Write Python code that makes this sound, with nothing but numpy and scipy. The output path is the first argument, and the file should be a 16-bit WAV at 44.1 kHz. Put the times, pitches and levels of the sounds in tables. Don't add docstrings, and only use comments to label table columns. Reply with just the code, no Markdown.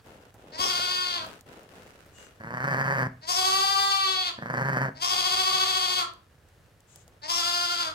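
import sys
import numpy as np
from scipy import signal
from scipy.fft import rfft, irfft
from scipy.io import wavfile
from scipy.ndimage import uniform_filter1d

SR = 44100
rng = np.random.default_rng(int(sys.argv[2]) if len(sys.argv) > 2 else 0)


def dump(signal):
    limited = np.clip(np.atleast_2d(signal).T, -1, 1)
    pcm = np.round(limited * 32767).astype(np.int16)
    wavfile.write(sys.argv[1], SR, pcm)


N = 350154
TIME = np.arange(N) / SR
TOP_HZ = 15950


def gain_of(db):
    return 10 ** (np.asarray(db) / 20)


def unit_rms(x):
    return x / np.sqrt(np.mean(x ** 2) + 1e-20)


def levelled(x, samples):
    return x / np.sqrt(uniform_filter1d(x ** 2, size=samples) + 1e-12)


def curve_at(points, hz):
    f, value = np.transpose(points)
    return np.interp(np.log(hz + 1), np.log(f + 1), value)


def add(mix, start_s, sound):
    part = mix[..., max(round(start_s * SR), 0):][..., :sound.shape[-1]]
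    part += sound[..., :part.shape[-1]]


def eq(x, points, size=4096):
    log_gain = np.log(gain_of(curve_at(points, abs(np.fft.fftfreq(size, 1 / SR)))))
    impulse = np.fft.ifft(np.exp(np.conj(signal.hilbert(log_gain)))).real[:size // 2]
    return signal.oaconvolve(x, impulse.reshape((1,) * (x.ndim - 1) + (-1,)), axes=-1)[..., :x.shape[-1]]


def lowpass(x, hz):
    return signal.sosfiltfilt(signal.butter(3, hz, fs=SR, output="sos"), x)


def wander(count, hz):
    f = np.fft.rfftfreq(count, 1 / SR)
    return unit_rms(irfft(rfft(rng.standard_normal(count)) / (1 + (f / hz) ** 4), count))


def resonate(x, hz, width_hz):
    carrier = np.exp(2j * np.pi * np.cumsum(np.broadcast_to(hz, len(x))) / SR)
    pole = np.exp(-np.pi * width_hz / SR)
    return 2 * (carrier * signal.lfilter([1 - pole], [1, -pole], x / carrier)).real


def formants(x, table, shift):
    return sum(gain_of(db) * resonate(x, hz * shift, width_hz) for hz, width_hz, db in table)


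def delayed(x, ms):
    return irfft(rfft(x) * np.exp(-2j * np.pi * np.fft.rfftfreq(N, 1 / SR) * ms / 1000), N)


def mono_bass(pair, below_hz):
    return pair + lowpass(pair[0] - pair, below_hz)


# freq_hz, gain_db
AIR_EQ = [(12, -62), (20, -28), (43, -10), (96, -5), (146, -10.5), (248, -23.5), (499, -18.5), (897, -26),
          (1660, -25), (2260, -30.5), (16000, -43)]


def barn_air(level_db=-59.5):
    noise = rng.standard_normal((2, N))
    bed = eq(mono_bass(noise, 300) + 0.34 * noise[::-1], AIR_EQ)
    return gain_of(level_db + .8 * wander(N, 5)) * unit_rms(bed)


def grains(per_s, spread_db):
    size = gain_of(spread_db * np.minimum(rng.exponential(1, (2, N)), 4))
    return size * rng.standard_normal((2, N)) * (rng.random((2, N)) < per_s / SR)


# start_s, length_s, boom_db, crackle_db
MUZZLE_PUSHES = [(0.041, 0.28, -51.5, -56), (0.35, 1, -51.5, -60.5), (1.208, 0.2, -47, -48),
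                 (1.457, 0.25, -49, -54), (1.683, 0.33, -53, -53), (1.867, 0.84, -62, -60.5),
                 (2.171, 0.16, -57.5, -53.5), (6.31, 0.048, -67, -70), (6.45, 0.024, -66.5, -87),
                 (6.656, 0.08, -63.5, -86), (7.108, 0.1, -61, -68)]
# freq_hz, gain_db
TROUGH_EQ = [(88, -51), (150, -0.5), (319, -1.5), (509, 2.5), (871, -5), (2280, -24.5), (2720, -16),
             (4000, -24), (5200, -70), (8800, -120)]
HUSK_EQ = [(710, -19.5), (1200, -17.5), (1440, -13.5), (2270, -19.5), (2860, -19.5), (3080, -23.5),
           (7740, -29.5), (16000, -38)]


def feeding(boom_floor_db=-71, crackle_floor_db=-72, rise_share=0.16):
    boom_power, crackle_power = gain_of(boom_floor_db) ** 2, gain_of(crackle_floor_db) ** 2
    for start_s, length_s, boom_db, crackle_db in MUZZLE_PUSHES:
        push = np.interp(TIME - start_s, [0, rise_share * length_s, length_s], [0, 1, 0])
        boom_power += push * gain_of(boom_db) ** 2
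        crackle_power += push * gain_of(crackle_db) ** 2
    boom = unit_rms(eq(mono_bass(grains(per_s=900, spread_db=0.82), 590), TROUGH_EQ))
    crackle = unit_rms(eq(grains(per_s=1300, spread_db=3.2), HUSK_EQ))
    return np.sqrt(boom_power) * boom + np.sqrt(crackle_power) * crackle


# start_s, thud_db, snap_db
STAND_KNOCKS = [(0.061, -46, -49), (0.342, -44.5, -45), (0.589, -31.5, -38), (.652, -28, -44),
                (.788, -32.5, -52), (1.263, -36, -39), (1.409, -49, -37.5), (1.593, -44, -55),
                (1.632, -68, -42.5), (2.06, -46, -59), (6.136, -71, -40), (6.487, -75, -49),
                (6.805, -70, -45), (6.959, -55, -34), (7.079, -47, -41.5)]
# freq_hz, gain_db
THUD_EQ = [(20, -67), (60, 6.5), (130, -8), (330, -2), (600, -1.5), (1200, -14), (4000, -29)]
SNAP_EQ = [(300, -31), (1500, -21.5), (7000, -12), (16000, -16.5)]


def knocks(thud_s=0.018, snap_s=0.002):
    out, t = np.zeros((2, N)), np.arange(4000) / SR
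    for start_s, thud_db, snap_db in STAND_KNOCKS:
        thud = eq(rng.standard_normal(len(t)) * np.exp(-t / thud_s), THUD_EQ)
        snap = eq(rng.standard_normal((2, len(t))) * np.exp(-t / snap_s), SNAP_EQ)
        add(out, start_s, gain_of(thud_db) * thud / abs(thud).max())
        add(out, start_s, gain_of(snap_db) * snap / abs(snap).max())
    return out


def fold_pulses(cycles, hz, closing_s):
    pitch_hz = np.median(hz)
    count = int(TOP_HZ / pitch_hz)
    lag = closing_s * pitch_hz / count / 2
    return unit_rms(sum(np.cos(2 * np.pi * k * (cycles - lag * k)) for k in range(1, count)))


def puffs(cycles, open_share):
    return unit_rms(np.exp(-(cycles % 1) / open_share) * rng.standard_normal(len(cycles)))


def tight_folds(hz, rough, jitter=.02, shimmer=.45, rattle=.45, breath=.6):
    count = len(hz)
    cycles = np.cumsum(hz * (1 + jitter * rough * wander(count, 154) + 0.00233 * wander(count, 42))) / SR
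    slow_mode = np.sin(2 * np.pi * np.cumsum(115 * (1 + 0.202 * wander(count, 27.8))) / SR)
    strength = 1 + rough * (shimmer * wander(count, 131) + rattle * slow_mode)
    buzz = fold_pulses(cycles, hz, closing_s=.0016) * strength
    return buzz + breath * (.06 + rough) * puffs(cycles, open_share=.9)


def catches(t, quaver, fall_s=0.009, recover_s=0.02, scatter_s=0.0034):
    first_s, every_s, drop_hz, steady_at_s, steady_s = quaver
    times = np.arange(first_s, t[-1], every_s)
    late, uneven = rng.standard_normal((len(times), 2)).T
    drops = drop_hz * (1 - np.exp(-((times - steady_at_s) / steady_s) ** 2)) * np.exp(0.138 * uneven)
    since = t[:, None] - times - scatter_s * late
    return np.exp(-.5 * (since / np.where(since < 0, fall_s, recover_s)) ** 2) @ drops


PARTING_S = 0.08


def bleat_envelopes(call, quaver, opening_s=0.012, strain_s=0.14, waver_hz=1.61):
    (open_s, shut_s, release_s, top_hz, arch, crest, effort_db, tiring_db,
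     rough, lows_db, lows_fade_db, treble_db, treble_fade_db) = call
    t = np.arange(open_s - PARTING_S, shut_s + release_s, 1 / SR)
    parting = np.clip((open_s - t) / PARTING_S, 0, 1)
    opened = .5 + .5 * np.tanh((t - open_s) / opening_s)
    held = np.clip((t - open_s) / (shut_s - open_s), 0, 1)
    shut = np.clip((t - shut_s) / release_s, 0, 1)
    bow = 1 - arch * (2 * (held - crest)) ** 2
    catch_hz = catches(t, quaver)
    flat = 0.1 * (1 - opened) + 0.1 * parting ** 2 + 0.13 * np.sin(shut * np.pi / 2)
    hz = top_hz * bow * (1 - flat) - catch_hz + waver_hz * wander(len(t), 7.04)
    level_db = effort_db + 48 * np.log2(bow) - tiring_db * held - 0.2062 * catch_hz
    last_push = np.exp(-((t - shut_s) / 0.012) ** 2)
    level_db += 2 * last_push - 36.5 * shut ** 2.68
    lows_db = lows_db + 28 * np.log2(bow - catch_hz / top_hz) - lows_fade_db * held + 11 * shut
    strain = np.exp(-np.maximum(t - open_s, 0) / strain_s)
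    end_rasp = np.exp(np.minimum(t - shut_s, 0) / 0.057)
    rough = np.clip(rough + 0.33 * strain + 0.23 * end_rasp + 0.012 * catch_hz, 0, 1)
    treble_db = treble_db + 4 * strain - treble_fade_db * held
    return t, hz, level_db, rough, opened, lows_db, treble_db


# freq_hz, gain_db
THROAT_EQ = [(170, -7.5), (350, -13), (700, -4), (1100, -3), (1450, -9.5), (1850, -9), (3000, -3.5),
             (3900, -5.5), (5600, -12.5), (8400, -17.5), (9700, -24.5), (16000, -27.5)]
# freq_hz, width_hz, gain_db
LIP_FORMANTS = [(880, 390, 3.5), (1780, 300, 4), (4710, 750, 7)]
THROAT_FORMANTS = [(816, 14, 7), (1172, 19.3, 9.5), (3330, 163, 8), (6440, 100, 3), (8800, 330, -19.5),
                   (11180, 740, -1)]


def bleat(call, quaver, mouth, flare_at_s=0.14, flare_s=0.024, jaw_s=0.098, crack_s=0.094):
    t, hz, level_db, rough, opened, lows_db, treble_db = bleat_envelopes(call, quaver)
    start_hz, wide_hz, first_db, shrill_hz, shrill_db, crack_db, depth_db, squeak_db = mouth
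    age, sinking = t - t[0], np.linspace(1, -1, len(t))
    voice = eq(tight_folds(hz, rough), THROAT_EQ)
    parted = np.minimum(age / PARTING_S, 1)
    lips = formants(voice, LIP_FORMANTS, shift=0.91 + 0.22 * parted)
    squeak = unit_rms(lowpass(lips, 10000)) * np.sin(np.pi * parted) ** 2
    voice += formants(voice, THROAT_FORMANTS, shift=1 + 0.013 * wander(len(t), 11.6))
    voice += (gain_of(depth_db + 3 * sinking) - 1) * resonate(voice, 750, width_hz=150)
    flare = np.exp(-.5 * ((age - flare_at_s) / flare_s) ** 2)
    voice += 0.69 * flare * resonate(voice, 5600, width_hz=1300)
    shrill = resonate(voice, shrill_hz + 620 * flare + 120 * sinking, width_hz=315)
    first_hz = wide_hz + (start_hz - wide_hz) * np.exp(-np.maximum(age - PARTING_S, 0) / jaw_s)
    voice += gain_of(first_db) * resonate(voice, first_hz, width_hz=110) + gain_of(shrill_db) * shrill
    ending = np.exp(-((t[-1] - t) / crack_s) ** 4)
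    voice += ending * gain_of(crack_db) * resonate(voice, 1320, width_hz=92)
    lows, body = lowpass(voice, 1860), lowpass(voice, 5150)
    mids, treble = body - lows, voice - body
    voice = gain_of(lows_db) * unit_rms(lows) + unit_rms(mids) + gain_of(treble_db) * unit_rms(treble)
    voice = opened * levelled(voice, 1500) * gain_of(level_db) + squeak * gain_of(squeak_db)
    return t[0], voice * signal.windows.tukey(len(t), .02)


# open_s, shut_s, release_s, top_pitch_hz, arch_share, crest_share, effort_db, tiring_db,
# roughness, lows_db, lows_fade_db, treble_db, treble_fade_db
BLEAT_CALLS = [(0.592, 1.134, 0.16, 367.8, 0.0072, 0.16, -23.5, 4, 0.16, 0.5, 4, -4.5, 7),
               (3.284, 4.274, 0.055, 393.7, 0.068, 0.49, -19.5, 3.5, 0.07, 7.5, 8, 1.5, 15.5),
               (5.019, 5.989, 0.09, 381.2, 0.045, 0.55, -20.5, 2, 0.16, 0.5, -0.5, -5.5, 0.5),
               (7.291, 7.815, 0.15, 351.2, 0.0016, 0.53, -24, 3.5, 0.13, -1, -0.5, -2, 3)]
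# first_catch_s, every_s, drop_hz, steady_at_s, steady_for_s
BLEAT_QUAVERS = [(0.66, 0.067, 17.2, 0.98, 0.12), (3.334, 0.083, 18.2, 3.92, 0.34),
                 (5.074, 0.072, 24, 6.0, 0.13), (7.339, 0.0835, 12.3, 7.55, 0.046)]
# first_formant_start_hz, first_formant_wide_hz, first_formant_db, shrill_hz,
# shrill_db, crack_db, vowel_depth_db, squeak_db
BLEAT_MOUTHS = [(1020, 1475, 5, 4650, 14.5, 4, -11, -41.5), (1050, 1280, 7, 4646, 13, -24, 1, -46.5),
                (1080, 1214, 8, 4680, 13.5, 11.5, -2.5, -48), (1045, 1390, 14, 4810, 16, 8, -1.5, -38)]
# freq_hz, left_minus_right_db
BLEAT_PAN = [(60, -31), (110, 1), (200, 9.5), (380, 3.5), (700, 4.5), (1290, -1), (2380, 8.5), (4400, 2.5),
             (8120, 24), (15000, 2)]
# freq_hz, gain_db
REVERB_EQ = [(300, 3.5), (2000, 1), (5000, 0), (10000, 8.5)]


def bleating_sheep(near_db=-1, reverb_db=-10):
    voice = np.zeros(N)
    for call, quaver, mouth in zip(BLEAT_CALLS, BLEAT_QUAVERS, BLEAT_MOUTHS):
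        add(voice, *bleat(call, quaver, mouth))
    lean = gain_of(curve_at(BLEAT_PAN, np.fft.rfftfreq(N, 1 / SR)))
    pan = np.array([lean, np.ones_like(lean)]) / np.sqrt((1 + lean ** 2) / 2)
    left, right = irfft(rfft(voice) * pan, N)
    near = np.array([left, delayed(right, ms=.465)]) + early_reflections(voice)
    return gain_of(near_db) * near + gain_of(reverb_db) * eq(barn_reverb(voice), REVERB_EQ)


# delay_ms, left_gain, right_gain
REFLECTIONS = [(1.9, 0.073, 0.14), (4.3, -0.083, 0.086), (7.7, -0.075, -0.1), (12.6, 0.18, 0.18)]


def early_reflections(voice):
    return sum(np.outer([left, right], delayed(voice, ms)) for ms, left, right in REFLECTIONS)


# freq_hz, t60_s
BARN_DECAY = [(100, 0.51), (500, 0.37), (1500, 0.31), (4000, 0.3), (8000, 0.22), (16000, 0.074)]


def barn_reverb(x, predelay_s=0.01, echoes_per_s=3000):
    taps = rng.choice([-1., 1.], (2, SR)) * (rng.random((2, SR)) < echoes_per_s / SR)
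    taps *= np.arange(SR) / SR > predelay_s
    hz, t, spectrum = signal.stft(taps, SR, nperseg=256)
    decay = gain_of(-60 * t / curve_at(BARN_DECAY, hz)[:, None])
    tail = signal.istft(spectrum * decay, SR, nperseg=256)[1]
    return signal.fftconvolve(x[None], tail / np.linalg.norm(tail[0]), axes=1)[:, :N]


# start_s, length_s, level_db, left_minus_right_db
SWISH_CUES = [(2.11, 0.2, -59.5, 6), (6.855, 0.21, -60.5, 6.5)]
# freq_hz, gain_db
SWISH_EQ = [(1500, -2), (3000, 3), (5000, -2), (7300, 12.5), (10000, -8), (16000, -20)]


def swishes():
    out = np.zeros((2, N))
    for start_s, length_s, level_db, pan_db in SWISH_CUES:
        hiss = unit_rms(eq(rng.standard_normal((2, round(length_s * SR))), SWISH_EQ))
        hiss *= signal.windows.tukey(hiss.shape[1], .6)
        add(out, start_s, hiss * gain_of([[level_db + pan_db / 2], [level_db - pan_db / 2]]))
    return out


# freq_hz, level_db
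METAL_PARTIALS = [(2859, -63), (3510, -77), (6126, -72), (7671, -81), (7752, -77), (7870, -82)]


def metal_ping(start_s=2.135, length_s=0.15, gain=0.729):
    out, t = np.zeros(N), np.arange(round(length_s * SR)) / SR
    tone = sum(gain_of(db) * np.sin(2 * np.pi * hz * t) * (1 + 0.72 * wander(len(t), 25))
               for hz, db in METAL_PARTIALS)
    add(out, start_s, tone * signal.windows.tukey(len(t), .3))
    return gain * (out + barn_reverb(out))


def flutter(t, every_s, height_db=12.5, surge_s=0.017, merge_s=0.36):
    since_surge = abs(t + 0.002 * wander(len(t), 16)) % every_s
    surges = np.exp(-(t / merge_s) ** 2 - (since_surge / surge_s) ** 2)
    return gain_of(height_db * surges + 1.4 * wander(len(t), 27))


# freq_hz, gain_db
NOSE_EQ = [(60, -30.5), (150, 3), (370, -9.5), (550, -6), (1350, -7), (1800, -3.5), (2200, -13.5),
           (2550, -24.5), (3600, -41.5), (4700, -33), (5400, -29.5), (7800, -36), (9600, -33.5),
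           (16000, -36)]
# freq_hz, width_hz, gain_db
NOSE_FORMANTS = [(143, 82, -1), (540, 16, -2), (990, 51, -1), (1620, 390, -2), (3060, 160, 1.5),
                 (4580, 98, 10.5)]


def rumble(call, release_s=0.072, rise_db_per_s=3.5, jitter=.05, shimmer=0.14, breath=0.54):
    start_s, end_s, swell_s, swell_db, full_hz, full_db, surge_every_s, chest_gain = call
    t = np.arange(0, end_s - start_s, 1 / SR)
    slack = np.maximum(1 - t / swell_s, 0)
    release = np.maximum(1 - (t[-1] - t) / release_s, 0)
    level_db = full_db - swell_db * slack + rise_db_per_s * np.maximum(t - swell_s, 0) - 3.5 * release
    hz = full_hz * (1 - 0.18 * slack - 0.0393 * release)
    bright_db = -5 - 7 * slack ** 2 - 7 * release
    surges = flutter(t, surge_every_s)
    cycles = np.cumsum(hz * (1 + jitter * wander(len(t), 58.3))) / SR
    buzz = lowpass(fold_pulses(cycles, hz, closing_s=0.0045), 7500)
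    buzz += breath * puffs(cycles, open_share=0.78)
    voice = eq(buzz * surges * (1 + shimmer * wander(len(t), 76)), NOSE_EQ)
    voice += formants(voice, NOSE_FORMANTS, np.linspace(.98, 1.02, len(t)) + 0.027 * wander(len(t), 25))
    chest = lowpass(voice, 650)
    voice = levelled(chest_gain * chest + (voice - chest) * gain_of(bright_db), 3600)
    return start_s, -voice * gain_of(level_db) * signal.windows.tukey(len(t), .015)


# start_s, end_s, swell_s, swell_db, full_pitch_hz, full_effort_db, surge_every_s, chest_gain
RUMBLE_CALLS = [(2.399, 3.077, 0.28, 15.5, 132.8, -24.5, 0.034, 0.42),
                (4.379, 4.895, 0.2, 13, 130.8, -25, 0.0385, 0.5)]


def rumbling_ewe(left_db=-3.0, right_db=-2.5, early_db=-2, reverb_db=-17):
    voice = np.zeros(N)
    for call in RUMBLE_CALLS:
        add(voice, *rumble(call))
    direct = np.array([delayed(voice, ms=.225), voice]) * gain_of([[left_db], [right_db]])
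    room = gain_of(early_db) * early_reflections(voice) + gain_of(reverb_db) * barn_reverb(voice)
    return direct + mono_bass(room, 470)


def scene():
    return bleating_sheep() + rumbling_ewe() + feeding() + knocks() + swishes() + metal_ping() + barn_air()


def record(dry):
    high_cut = signal.firwin(511, TOP_HZ, window=("kaiser", 9), fs=SR)
    return signal.oaconvolve(dry, high_cut[None], "same", axes=1)


dry = scene()
out = record(dry)
dump(out)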